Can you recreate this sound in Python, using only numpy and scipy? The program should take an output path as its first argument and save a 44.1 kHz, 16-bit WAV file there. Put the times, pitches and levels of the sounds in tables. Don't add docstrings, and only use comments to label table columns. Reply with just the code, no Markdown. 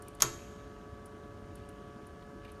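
import sys
import numpy as np
from scipy import signal
from scipy.fft import rfft, irfft, next_fast_len
from scipy.io import wavfile
from scipy.ndimage import uniform_filter1d, map_coordinates

SR = 44100
rng = np.random.default_rng(int(sys.argv[2]) if len(sys.argv) > 2 else 0)


def master(y):
    cut = np.clip(np.atleast_2d(y).T, -1, 1)
    pcm = np.round(cut * 32767)
    wavfile.write(sys.argv[1], SR, pcm.astype(np.int16))


N = 114660

ROOM_SPECTRUM = [(150, 8.5), (1000, 7.5), (2000, 5.5), (2800, 0.5), (4300, -1.5), (5500, -7), (6500, -6),
                 (7100, -3), (8000, -1), (10300, -6), (11300, -1), (12200, -6.5), (14000, -7.5)]
EARLY_DECAY = [(150, 0.28), (1000, 0.2), (2800, 0.352), (6800, 0.35), (8800, 0.23), (11500, 0.24),
               (14000, 0.12)]
LATE_DECAY = [(150, 1.5), (1000, 0.84), (3000, 1.6), (7000, 1.1), (13000, .9)]
EARLY_DB, LATE_DB, WALL_DELAY_S = -11, -19.5, 0.0039

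AIR_SPECTRUM = [(20, -29.5), (32, -17), (43, -1), (85, -0.5), (115, -5), (380, -7), (480, -17.5),
                (600, -14.5), (830, -20.5), (1150, -20), (1700, -22.5), (1850, -28.5), (3500, -36),
                (6900, -38), (7700, -43.5), (9300, -40), (10500, -50), (12900, -47), (14000, -50)]
AIR_DB, AIR_PATCHY_DB = -50.5, 0.6
FAN_HARMONICS = [(3, -57), (4, -61), (5, -65.5), (7, -77.5), (8, -61.5), (9, -67), (10, -78), (11, -75),
                 (12, -69), (20, -91.5)]
HUM_TONES = [(99.5, -64.5), (199, -63.5), (982.4, -73.5), (2058.7, -81), (2984.5, -81.5)]
FAN_HZ, FAN_DRIFT_RATIO, FLUTTER_DB = 142.19, 0.0006573, 1.1

GRIP_LEVELS = [(0, -74.5), (.4, -67), (.55, -72), (.8, -76), (1.45, -77.5), (1.6, -73), (1.95, -72.5),
               (2.3, -78.5), (2.5, -70.5), (2.6, -76.5)]
GRAINS_PER_S, GRAIN_SCATTER_DB = 250, 3
GRAIN_HZ, GRAIN_LOG_SPREAD, GRAIN_T60_CYCLES = 3153, 0.22, 35
HAND_RUBS = [(.07, -59.5, 0.076), (1.57, -67.5, 0.32), (2.01, -71, 0.15), (2.475, -58.5, 0.19)]
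FINGER_TAPS = [(0.079, -59), (1.568, -61.5), (1.688, -64.5), (1.922, -66.5), (2.018, -63.5), (2.223, -59),
               (2.434, -60.5), (2.448, -51)]
HAND_SPECTRUM = [(800, -26), (1900, -7.5), (2350, 5.5), (2900, -1), (4400, -7), (6000, -20), (14000, -22)]
DRY_TICKS = [(0.0217, -43, 0.022), (0.0823, -41, 0.0175), (0.149, -48.5, 0.021), (1.057, -50, 0.036),
             (1.5543, -45.5, 0.0197), (1.689, -51, 0.0263), (2.0682, -53.5, 0.0265),
             (2.5175, -50.5, 0.0203)]
TICK_SPECTRUM = [(1500, -41.5), (4500, -14.5), (7500, -8.5), (9700, 3), (11500, -6.5), (14000, -11)]

CASING_THUMPS = [(0.226, -36.5), (0.233, -36), (0.24, -38), (0.247, -29.5), (0.255, -40.5)]
CASING_MODES = [(100, -9, 0.032), (127.85, -11, 0.16), (250.3, -6, 0.021), (341, 1, 0.059),
                (422, -3.5, 0.031), (570, -13.5, .02), (760, -13.5, 0.028), (960, -5.5, 0.038),
                (1142, -6.5, 0.027)]

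LEVER_CREEPS = [(0.2014, -40, 0.02216), (0.2055, -30.5, 0.021), (0.2126, -40.5, .016)]
CREEP_SPECTRUM = [(200, -27), (650, -1), (880, 5), (1300, 0.5), (2000, -3.5), (3500, 0), (6500, -5.5),
                  (9500, -9), (14000, -12)]
CONTACTS = [(.2204, -18), (.2211, -7), (.22199, -9), (.22335, -21), (.2254, -24), (.2275, -21),
            (.2319, -24), (.238, -25)]
SHELL_MODES = [(850, -28.5, .03), (1039.2, -25, 0.03197), (1350, -29.5, .018), (2329.8, -25.5, .018),
               (3252, -18.5, 0.014), (4262, -25, 0.015), (5450, -8.5, 0.0074), (6475, 2.5, 0.003),
               (6748, -27.5, .014), (7572, -26, 0.01193), (11308, -25.5, .022), (12900, -37, .012)]
CRACK_SPECTRUM = [(100, -31.5), (400, -11), (1000, -10), (2000, -24), (3000, -12.5), (4800, -5), (6700, 11),
                  (7400, -4.5), (9300, -5.5), (14000, -4)]
RATTLE_SPECTRUM = [(150, -25.5), (500, -2.5), (850, 1), (1400, 10.5), (1900, -1), (2800, 5.5), (4200, -0.5),
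                   (5000, -14), (6800, -6.5), (7400, -9.5), (9500, -7), (13000, -6), (14000, -12)]
SPRING_RING = [(6500, -48, .16), (6767, -49, .2), (6995, -49.5, .2), (8200, -50, .17), (11100, -50, 0.29),
               (11202, -53.5, .25), (11480, -52, .25)]
SNAP_S, CRACK_GAIN_DB, RATTLE_DB = 0.2207, -8.5, -22


def amp(db):
    return 10 ** (np.asarray(db) / 20)


def unit(x):
    return x / np.sqrt(np.mean(x ** 2) + 1e-20)


def along(points, hz):
    freqs_hz, values = np.transpose(points)
    return np.interp(np.log(hz + 1), np.log(freqs_hz + 1), values)


def wobble(rate_hz):
    knots = rng.standard_normal(int(N * rate_hz / SR) + 4)
    return map_coordinates(knots, [np.arange(N) * rate_hz / SR])


def filtered(x, response):
    size = next_fast_len(N + SR // 2)
    return irfft(rfft(x, size) * response(np.fft.rfftfreq(size, 1 / SR)), size)[:N]


def noise(spectrum):
    return unit(filtered(rng.standard_normal(N), lambda hz: amp(along(spectrum, hz))))


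def since(start_s):
    return np.maximum(np.arange(N) / SR - start_s, 0)


def burst(start_s, t60_s, attack_s):
    t = since(start_s)
    return (1 - np.exp(-t / attack_s)) * amp(-60 * t / t60_s)


def bursts(events, attack_s):
    return sum(amp(db) * burst(start_s, t60_s, attack_s) for start_s, db, t60_s in events)


def ring(start_s, modes, attack_s):
    t = since(start_s)
    return sum(amp(db + rng.standard_normal()) * burst(start_s, t60_s, attack_s)
               * np.sin(2 * np.pi * hz * t) for hz, db, t60_s in modes)


def tail(decay_times):
    hz, t, spectra = signal.stft(rng.standard_normal(SR), SR, nperseg=256)
    gain_db = along(ROOM_SPECTRUM, hz)[:, None] - 60 * t / along(decay_times, hz)[:, None]
    response = signal.istft(spectra * amp(gain_db), SR, nperseg=256)[1][:SR]
    response *= 1 - np.exp(-since(WALL_DELAY_S)[:SR] / 0.0003)
    return response / np.linalg.norm(response)


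def room(x):
    response = amp(EARLY_DB) * tail(EARLY_DECAY) + amp(LATE_DB) * tail(LATE_DECAY)
    return signal.fftconvolve(x, response)[:N]


def air():
    spectra = signal.stft(noise(AIR_SPECTRUM), nperseg=512)[2]
    patches = uniform_filter1d(rng.standard_normal(spectra.shape), size=6, axis=0)
    patches = unit(uniform_filter1d(patches, size=14, axis=1))
    rush = signal.istft(spectra * amp(AIR_PATCHY_DB * patches), nperseg=512)[1][:N]
    return amp(AIR_DB) * unit(rush)


def fan():
    turns = np.cumsum(FAN_HZ * (1 + FAN_DRIFT_RATIO * wobble(rate_hz=4.6))) / SR
    tones = [(order * turns, db) for order, db in FAN_HARMONICS]
    tones += [(hz * since(0), db) for hz, db in HUM_TONES]
    return np.sqrt(2) * sum(amp(db + FLUTTER_DB * wobble(rate_hz=6.6))
                            * np.sin(2 * np.pi * (cycles + rng.random())) for cycles, db in tones)


def grip_crackle():
    count = int(GRAINS_PER_S * N / SR)
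    time_draw, pitch_draw, size_draw = rng.random((count, 3)).T
    pitch_hz = GRAIN_HZ * np.exp(GRAIN_LOG_SPREAD * np.log(pitch_draw / (1 - pitch_draw)) / 2)
    size_db = -GRAIN_SCATTER_DB * np.log(np.maximum(size_draw, 0.05))
    cycles = pitch_hz[:, None] * np.arange(SR // 40) / SR
    grains = amp(size_db[:, None] - 60 * cycles / GRAIN_T60_CYCLES) * np.sin(2 * np.pi * cycles)
    positions = (time_draw[:, None] * N).astype(int) + np.arange(cycles.shape[1])
    crackle = np.bincount(positions.ravel(), grains.ravel(), N)[:N]
    level_db = np.interp(since(0), *np.transpose(GRIP_LEVELS))
    return amp(level_db) * unit(crackle)


def handling():
    ticks = noise(TICK_SPECTRUM) * bursts(DRY_TICKS, attack_s=0.0009)
    tap_envelope = sum(amp(db) * burst(start_s, t60_s=0.046, attack_s=0.0005)
                       for start_s, db in FINGER_TAPS)
    rub_envelope = bursts(HAND_RUBS, attack_s=0.0066)
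    return ticks + noise(HAND_SPECTRUM) * (tap_envelope + rub_envelope) + grip_crackle()


def casing():
    return sum(amp(db) * ring(start_s, CASING_MODES, attack_s=0.0011) for start_s, db in CASING_THUMPS)


def switch():
    creep = noise(CREEP_SPECTRUM) * bursts(LEVER_CREEPS, attack_s=0.0002)
    shell = sum(amp(db) * ring(start_s, SHELL_MODES, attack_s=0.00008) for start_s, db in CONTACTS)
    crack_envelope = sum(amp(db) * burst(start_s, t60_s=0.013, attack_s=0.0001)
                         for start_s, db in CONTACTS)
    crack = amp(CRACK_GAIN_DB) * noise(CRACK_SPECTRUM) * crack_envelope
    rattle = amp(RATTLE_DB) * noise(RATTLE_SPECTRUM) * burst(SNAP_S, t60_s=0.051, attack_s=0.0022)
    spring = ring(SNAP_S, SPRING_RING, attack_s=0.001)
    return creep + shell + crack + rattle + spring


def scene():
    near = switch() + casing() + handling()
    return (near + room(near) + fan() + air())[None]


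def record(dry, cutoff_hz=14080):
    return filtered(dry[0], lambda hz: 1 / (1 + (hz / cutoff_hz) ** 120))[None]


dry = scene()
out = record(dry)
master(out)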